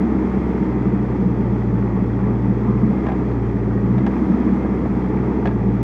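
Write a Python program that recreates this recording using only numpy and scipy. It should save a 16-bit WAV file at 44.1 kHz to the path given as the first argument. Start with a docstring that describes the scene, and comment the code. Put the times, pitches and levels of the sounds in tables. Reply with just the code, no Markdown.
"""Mini excavator digging soil

A four-cylinder diesel, outdoors a few metres away, sags and recovers with the hydraulic load. Its exhaust
hums on the firing rate, harder as the governor adds fuel, and booms by resonance in the silencer. Cooling
air roars, the block clatters and oil hisses; the steel bucket clanks now and then and scrapes once."""
import sys
import numpy as np
from scipy import signal
from scipy.fft import rfft, irfft, next_fast_len
from scipy.io import wavfile
from scipy.ndimage import uniform_filter1d

SR = 44100
rng = np.random.default_rng(int(sys.argv[2]) if len(sys.argv) > 2 else 0)


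def int16_out(signal):
    """Quantize to a 16-bit WAV file."""
    q = np.round(np.clip(np.atleast_2d(signal).T, -1, 1) * 32767)
    wavfile.write(sys.argv[1], SR, q.astype(np.int16))


N = 257091
T = np.arange(N) / SR

# firing rate, sagging as the arm works (t/s, f/Hz)
FIRING_RATE = [(0.0, 64.57), (0.58, 64.26), (0.78, 61.12), (1.15, 61.08), (1.65, 58.22), (1.95, 57.38),
               (2.75, 59.68), (2.96, 64.2), (3.27, 61.27), (3.42, 57.57), (3.8, 57.08), (4.06, 64.81),
               (4.5, 64.63), (4.9, 62.53), (5.18, 61.98), (5.36, 64.44), (5.6, 56.5), (5.83, 60.13)]
# upper exhaust tones; unequal cylinders give quarter steps (multiple of firing rate, relative level/dB)
EXHAUST_ORDERS = [(3, 0), (3.25, -3.5), (3.5, 0)]
# swells and ebbs of the boom (centre t/s, length/s, level change/dB)
BOOM_SWELLS = [(0.93, 0.33, 3), (1.253, .1, 6.5), (1.75, .1, 3.5), (1.97, .06, 4.5), (2.26, .09, 5),
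               (2.49, .07, 4), (2.672, 0.078, 7), (2.865, .15, 7), (3.395, 0.23, -5), (3.87, 0.092, 9),
               (4.026, 0.14, 4.5), (4.315, 0.067, 8), (4.511, .07, 6.5), (5.66, .16, 4.5)]
# injection knock of each cylinder in firing order (relative level/dB)
CYLINDER_KNOCKS = [0, -3.5, -3, -7]
# blows on bucket and linkage (t/s, level/dB, tilt/(dB per octave), relative ring level/dB)
IMPACTS = [(3.065, -25, -1.8, 1), (3.086, -26.5, -2, -1), (3.098, -29, -3, -8), (3.118, -26.5, -3.5, -7),
           (3.313, -37, 0, -2.5), (3.979, -26, -2, -7), (4.064, -21.5, -.7, -4), (4.647, -29, -7, -4.5),
           (4.855, -25, -7, -10), (5.455, -17, -.2, -10), (5.471, -23.5, -1.3, 0), (5.511, -31, -1.5, -4)]
# modes of the bucket (f/Hz, width/Hz before scaling by the damping factor, relative level/dB)
BUCKET_MODES = [(577, 88, -6), (674, 55, -3.5), (780, 27, -6.5), (1024, 41, -5), (1180, 64, -13.5),
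                (1643, 37, -6.5), (1646, 27, -9), (1810, 45, -9), (2260, 78, -12.5), (2510, 44, -19.5),
                (2800, 55, -20), (3330, 53, -19), (3720, 60, -24.5), (4460, 56, -33)]
# oil flow as the arm is lowered and swung (start t/s, hold/s, level/dB)
VALVE_OPENINGS = [(-0.2, 0.84, -25), (4.025, .55, -23), (4.697, .3, -29)]
# fan and pump tones (multiple of firing rate, level/dB)
WHINE_ORDERS = [(4, -37), (4.75, -35), (5, -35.5), (6.75, -41), (7.5, -47), (10, -52), (15, -53),
                (19.5, -55), (33, -58)]

# spectral densities (f/Hz, relative level/dB)
SILENCER_SPECTRUM = [(120, -38.5), (160, -14), (180, -5.5), (195, 2.5), (212, -2.5), (240, -8.5),
                     (270, -27.5), (330, -43)]
FAN_SPECTRUM = [(140, -28.5), (240, -2.5), (259, -1), (301, -1.5), (356, -2.5), (403, -4), (493, -10.5),
                (560, -20), (730, -51), (1230, -120)]
RATTLE_SPECTRUM = [(320, -25), (540, -3), (679, -2), (889, 1), (1070, -6.5), (1200, -4.5), (1520, -16),
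                   (1950, -11.5), (2700, -25.5), (3510, -55), (5940, -120)]
CONTACT_SPECTRUM = [(250, -26), (480, -2), (660, 6), (820, 5), (1100, -7), (1700, -13.5), (2400, -13.5),
                    (3200, -21.5), (5000, -31), (8000, -43), (12000, -59.5)]
OIL_SPECTRUM = [(2900, -4), (3300, 1.5), (3700, -6.5), (4200, -8), (5000, -8), (6200, -10.5), (7500, -16),
                (8500, -21), (10000, -24.5), (12500, -27), (15400, -30)]
RUMBLE_SPECTRUM = [(15, -22.5), (35, -17.5), (55, -11), (85, -2.5), (110, -3), (150, 0.5), (200, -11),
                   (300, -28.5)]
KNOCK_SPECTRUM = [(600, -10), (900, 1), (1400, 3), (2000, -4.5), (2400, -6.5), (2900, -27)]
PLATE_SPECTRUM = [(900, -20), (1040, 6), (1120, -7.5), (1200, 1), (1330, -13)]
PANEL_SPECTRUM = [(205, -20), (232, 5.5), (255, -10.5), (290, -14), (322, 0), (350, -22)]

UNLOADED_HZ = 65.43  # sag is the firing rate's drop below this, in Hz
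CLANK_LEAD_S = .01  # silence ahead of each blow


def silencer(firings, sag):
    """Resonance: gas puffs and the upper exhaust tones boom in the silencer's one strong peak."""
    puffs = noise() * (.5 + bursts(firings, decay=1, scatter_db=1.5))
    overtones = tones(firings, EXHAUST_ORDERS, waver_db=3, waver_rad=.38)
    boom = undb(-1) * colour(puffs, SILENCER_SPECTRUM) + colour(overtones, SILENCER_SPECTRUM)
    return undb(-22.5 - .14 * sag) * even(boom, span_s=.099)


def boom_swing(flutter_db=1.46):
    """Amplitude modulation: a gain of rounded swells and ebbs, with a flutter that the swells subdue."""
    swell_db = sum(db * np.exp(-(2 * (T - s) / length) ** 2) for s, length, db in BOOM_SWELLS)
    return undb(swell_db + flutter_db * walk(24) * undb(-swell_db))


def exhaust_hum(firings, sag, fuel, idle_db=-37.5, full_fuel_db=-16.8):
    """Periodic flow: the tailpipe radiates the firing rate and an octave that grows with the fuel."""
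    angle = 2 * np.pi * firings
    octave_db = idle_db + (full_fuel_db - idle_db) * fuel - .73 * sag
    fundamental = undb(-28 + .5 * walk(14)) * np.cos(angle)
    octave = undb(octave_db + .5 * walk(22)) * np.cos(2 * angle)
    return -np.sqrt(2) * (fundamental + octave)


def governor(firing_hz, sag_scale_hz=4.35, flywheel_s=.11):
    """Speed regulation: the fuel share, 0-1, rises with the sag and while the flywheel is run up."""
    acceleration = uniform_filter1d(np.gradient(firing_hz) * SR, int(.15 * SR))
    run_up_hz = flywheel_s * np.maximum(acceleration, 0)
    demand = np.maximum(UNLOADED_HZ - firing_hz + run_up_hz, 0) / sag_scale_hz
    return np.tanh(demand ** 1.4)  # a small sag adds little fuel


def cooling_air(firings, sag):
    """Turbulence: the fan roars in the engine bay, throbbing slightly with the firings."""
    level_db = -24.5 - .21 * sag + .6 * walk(28)
    turbulence = noise() * (.9 + bursts(firings, decay=.11, scatter_db=1))
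    return undb(level_db) * even(colour(turbulence, FAN_SPECTRUM), span_s=.095)


def block(firings, sag, lag_cycles=.35):
    """Impact excitation: gears and valves rattle the block; injections knock, one cylinder hardest."""
    injections = firings - lag_cycles
    cylinder = np.floor(injections).astype(int) % len(CYLINDER_KNOCKS)
    blows = bursts(injections, decay=.55, scatter_db=2) * undb(CYLINDER_KNOCKS)[cylinder]
    knocks = undb(-11) * colour(noise() * blows, KNOCK_SPECTRUM)
    chatter = noise() * (3 + bursts(2 * firings, decay=.99, scatter_db=3.5))
    rattle = colour(chatter, RATTLE_SPECTRUM) * undb(.5 * walk(14))
    return undb(-34 - .36 * sag) * (rattle + knocks)


def clank(tilt_db, ring_db, crack_t60_s=.059, damping=.63, push_db=-2.5):
    """Free vibration: after a push and a crack of contact, the steel's modes ring, damped by soil."""
    t = np.maximum(T[:SR // 2] - CLANK_LEAD_S, 0)
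    attack = 1 - np.exp(-(t / .0011) ** 2)
    contact = attack * np.exp(-np.log(1000) * t / crack_t60_s)
    push = colour(-signal.unit_impulse(len(t), np.argmax(contact)), CONTACT_SPECTRUM)
    push *= undb(push_db) / np.abs(push).max()
    crack = colour(rng.standard_normal(len(t)) * contact, CONTACT_SPECTRUM) * rms(contact)
    ring = np.zeros(len(t))
    for hz, width, db in BUCKET_MODES:
        # every blow lands elsewhere, so the modes differ a little in strength and pitch
        strength = undb(db + .46 * rng.standard_normal())
        mode_hz = hz * (1 + .0031 * rng.standard_normal())
        decay = np.exp(-np.pi * damping * width * t)
        ring += strength * decay * np.sin(2 * np.pi * (mode_hz * t + rng.random()))
    blow = push + crack + undb(ring_db) * attack * ring
    # harder contact tips the sound towards the treble
    octaves = np.log2(np.clip(np.fft.rfftfreq(len(t), 1 / SR), 500, 5000) / 1000)
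    return irfft(rfft(blow) * undb(tilt_db * octaves), len(t))


def bucket():
    """Collision: the bucket clanks as it meets stones and its pins take up their play."""
    out = np.zeros(N + SR)
    for s, db, tilt_db, ring_db in IMPACTS:
        hit = undb(db) * clank(tilt_db, ring_db)
        start = int((s - CLANK_LEAD_S) * SR)
        out[start:start + len(hit)] += hit
    return out[:N]


def oil(sag):
    """Flow noise: the pump's hiss follows the speed; an open valve adds hiss and shakes two panel modes."""
    flow = sum(undb(db) * stroke(s, hold, attack_s=.12, release_s=.058) for s, hold, db in VALVE_OPENINGS)
    pump_gain, valve_gain = undb(-59.5 - .21 * sag), undb(-41.5) * flow
    hiss = colour(noise(), OIL_SPECTRUM) * undb(.27 * walk(25))
    drone = even(colour(noise(), PANEL_SPECTRUM), span_s=.095)
    return np.hypot(pump_gain, valve_gain) * hiss + flow * drone


def scrape(median_slip_hz=72.6):
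    """Stick-slip friction: the teeth slip unevenly through stony soil and the bucket's plate groans."""
    slips = np.cumsum(median_slip_hz * undb(6.8 * walk(30))) / SR
    pressure = stroke(start_s=2.628, hold_s=.14, attack_s=.046, release_s=.025)
    friction = noise() * bursts(slips, decay=.44, scatter_db=0)
    return undb(-40) * pressure * colour(friction, PLATE_SPECTRUM)


def whines(firings):
    """Rotational tones: the fan and pump whine faintly at multiples of the firing rate."""
    return tones(firings, WHINE_ORDERS, waver_db=3.5, waver_rad=.47)


def rumble():
    """Band-limited noise: a steady low rumble lies under the machine."""
    return undb(-31) * colour(noise(), RUMBLE_SPECTRUM)


def tones(firings, orders, waver_db, waver_rad):
    """Engine orders: sinusoids locked to the crankshaft, each wavering in level and phase."""
    out = np.zeros(N)
    for multiple, db in orders:
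        amplitude = np.sqrt(2) * undb(db + waver_db * walk(5))
        out += amplitude * np.cos(2 * np.pi * multiple * firings + waver_rad * walk(5))
    return out


def bursts(cycles, decay, scatter_db):
    """Relaxation: an envelope jumps at each whole cycle, then falls with time constant decay/cycles."""
    number = np.floor(cycles).astype(int)
    strengths = undb(scatter_db * rng.standard_normal(1024))
    return strengths[number] * np.exp(-(cycles - number) / decay)


def stroke(start_s, hold_s, attack_s, release_s):
    """Envelope of one movement: a linear rise, then exponential decay from hold_s after the start."""
    elapsed = T - start_s
    return np.clip(elapsed / attack_s, 0, 1) * np.exp(-np.maximum(elapsed - hold_s, 0) / release_s)


def colour(x, spectrum):
    """Spectral shaping: filter x to rms 1, with skirts of 36 dB per octave beyond the table."""
    hz, db = np.transpose(spectrum)
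    size = next_fast_len(len(x) + 4096)
    f = np.fft.rfftfreq(size, 1 / SR) + 1
    skirt_db = -36 * np.abs(np.log2(f / np.clip(f, hz[0], hz[-1])))
    gain = undb(np.interp(np.log(f), np.log(hz), db) + skirt_db)
    shaped = irfft(rfft(x, size) * gain, size)[:len(x)]
    return shaped / rms(shaped)


def even(x, span_s):
    """Normalisation: hold the running rms near 1; flutter quicker than the span stays."""
    return x / np.sqrt(uniform_filter1d(x ** 2, int(span_s * SR)))


def walk(rate_hz):
    """Random modulation: held values, smoothed twice, with a spread near 1."""
    hold = int(SR / rate_hz)
    steps = np.repeat(rng.standard_normal(N // hold + 1), hold)
    return 1.2 * uniform_filter1d(uniform_filter1d(steps, hold), hold)[:N]


def noise():
    """White Gaussian noise."""
    return rng.standard_normal(N)


def rms(x):
    """Root-mean-square amplitude."""
    return np.sqrt(np.mean(x ** 2))


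def undb(db):
    """Decibels to amplitude ratio."""
    return 10 ** (np.asarray(db) / 20)


def scene():
    """Superposition: the sounds of one crankshaft add to those of the digging and a low rumble."""
    firing_hz = np.interp(T, *np.transpose(FIRING_RATE))
    sag = UNLOADED_HZ - firing_hz
    firings = np.cumsum(firing_hz) / SR  # phase in firing cycles
    hum = exhaust_hum(firings, sag, governor(firing_hz))
    boom = boom_swing() * silencer(firings, sag)
    machine = hum + boom + cooling_air(firings, sag) + rumble() + whines(firings) + block(firings, sag)
    return (machine + oil(sag) + bucket() + scrape())[None]


def record(dry):
    """Low-pass filtering: the treble is cut steeply above 15.5 kHz."""
    return signal.sosfilt(signal.ellip(10, .1, 80, 15500, fs=SR, output="sos"), dry)


dry = scene()
out = record(dry)
int16_out(out)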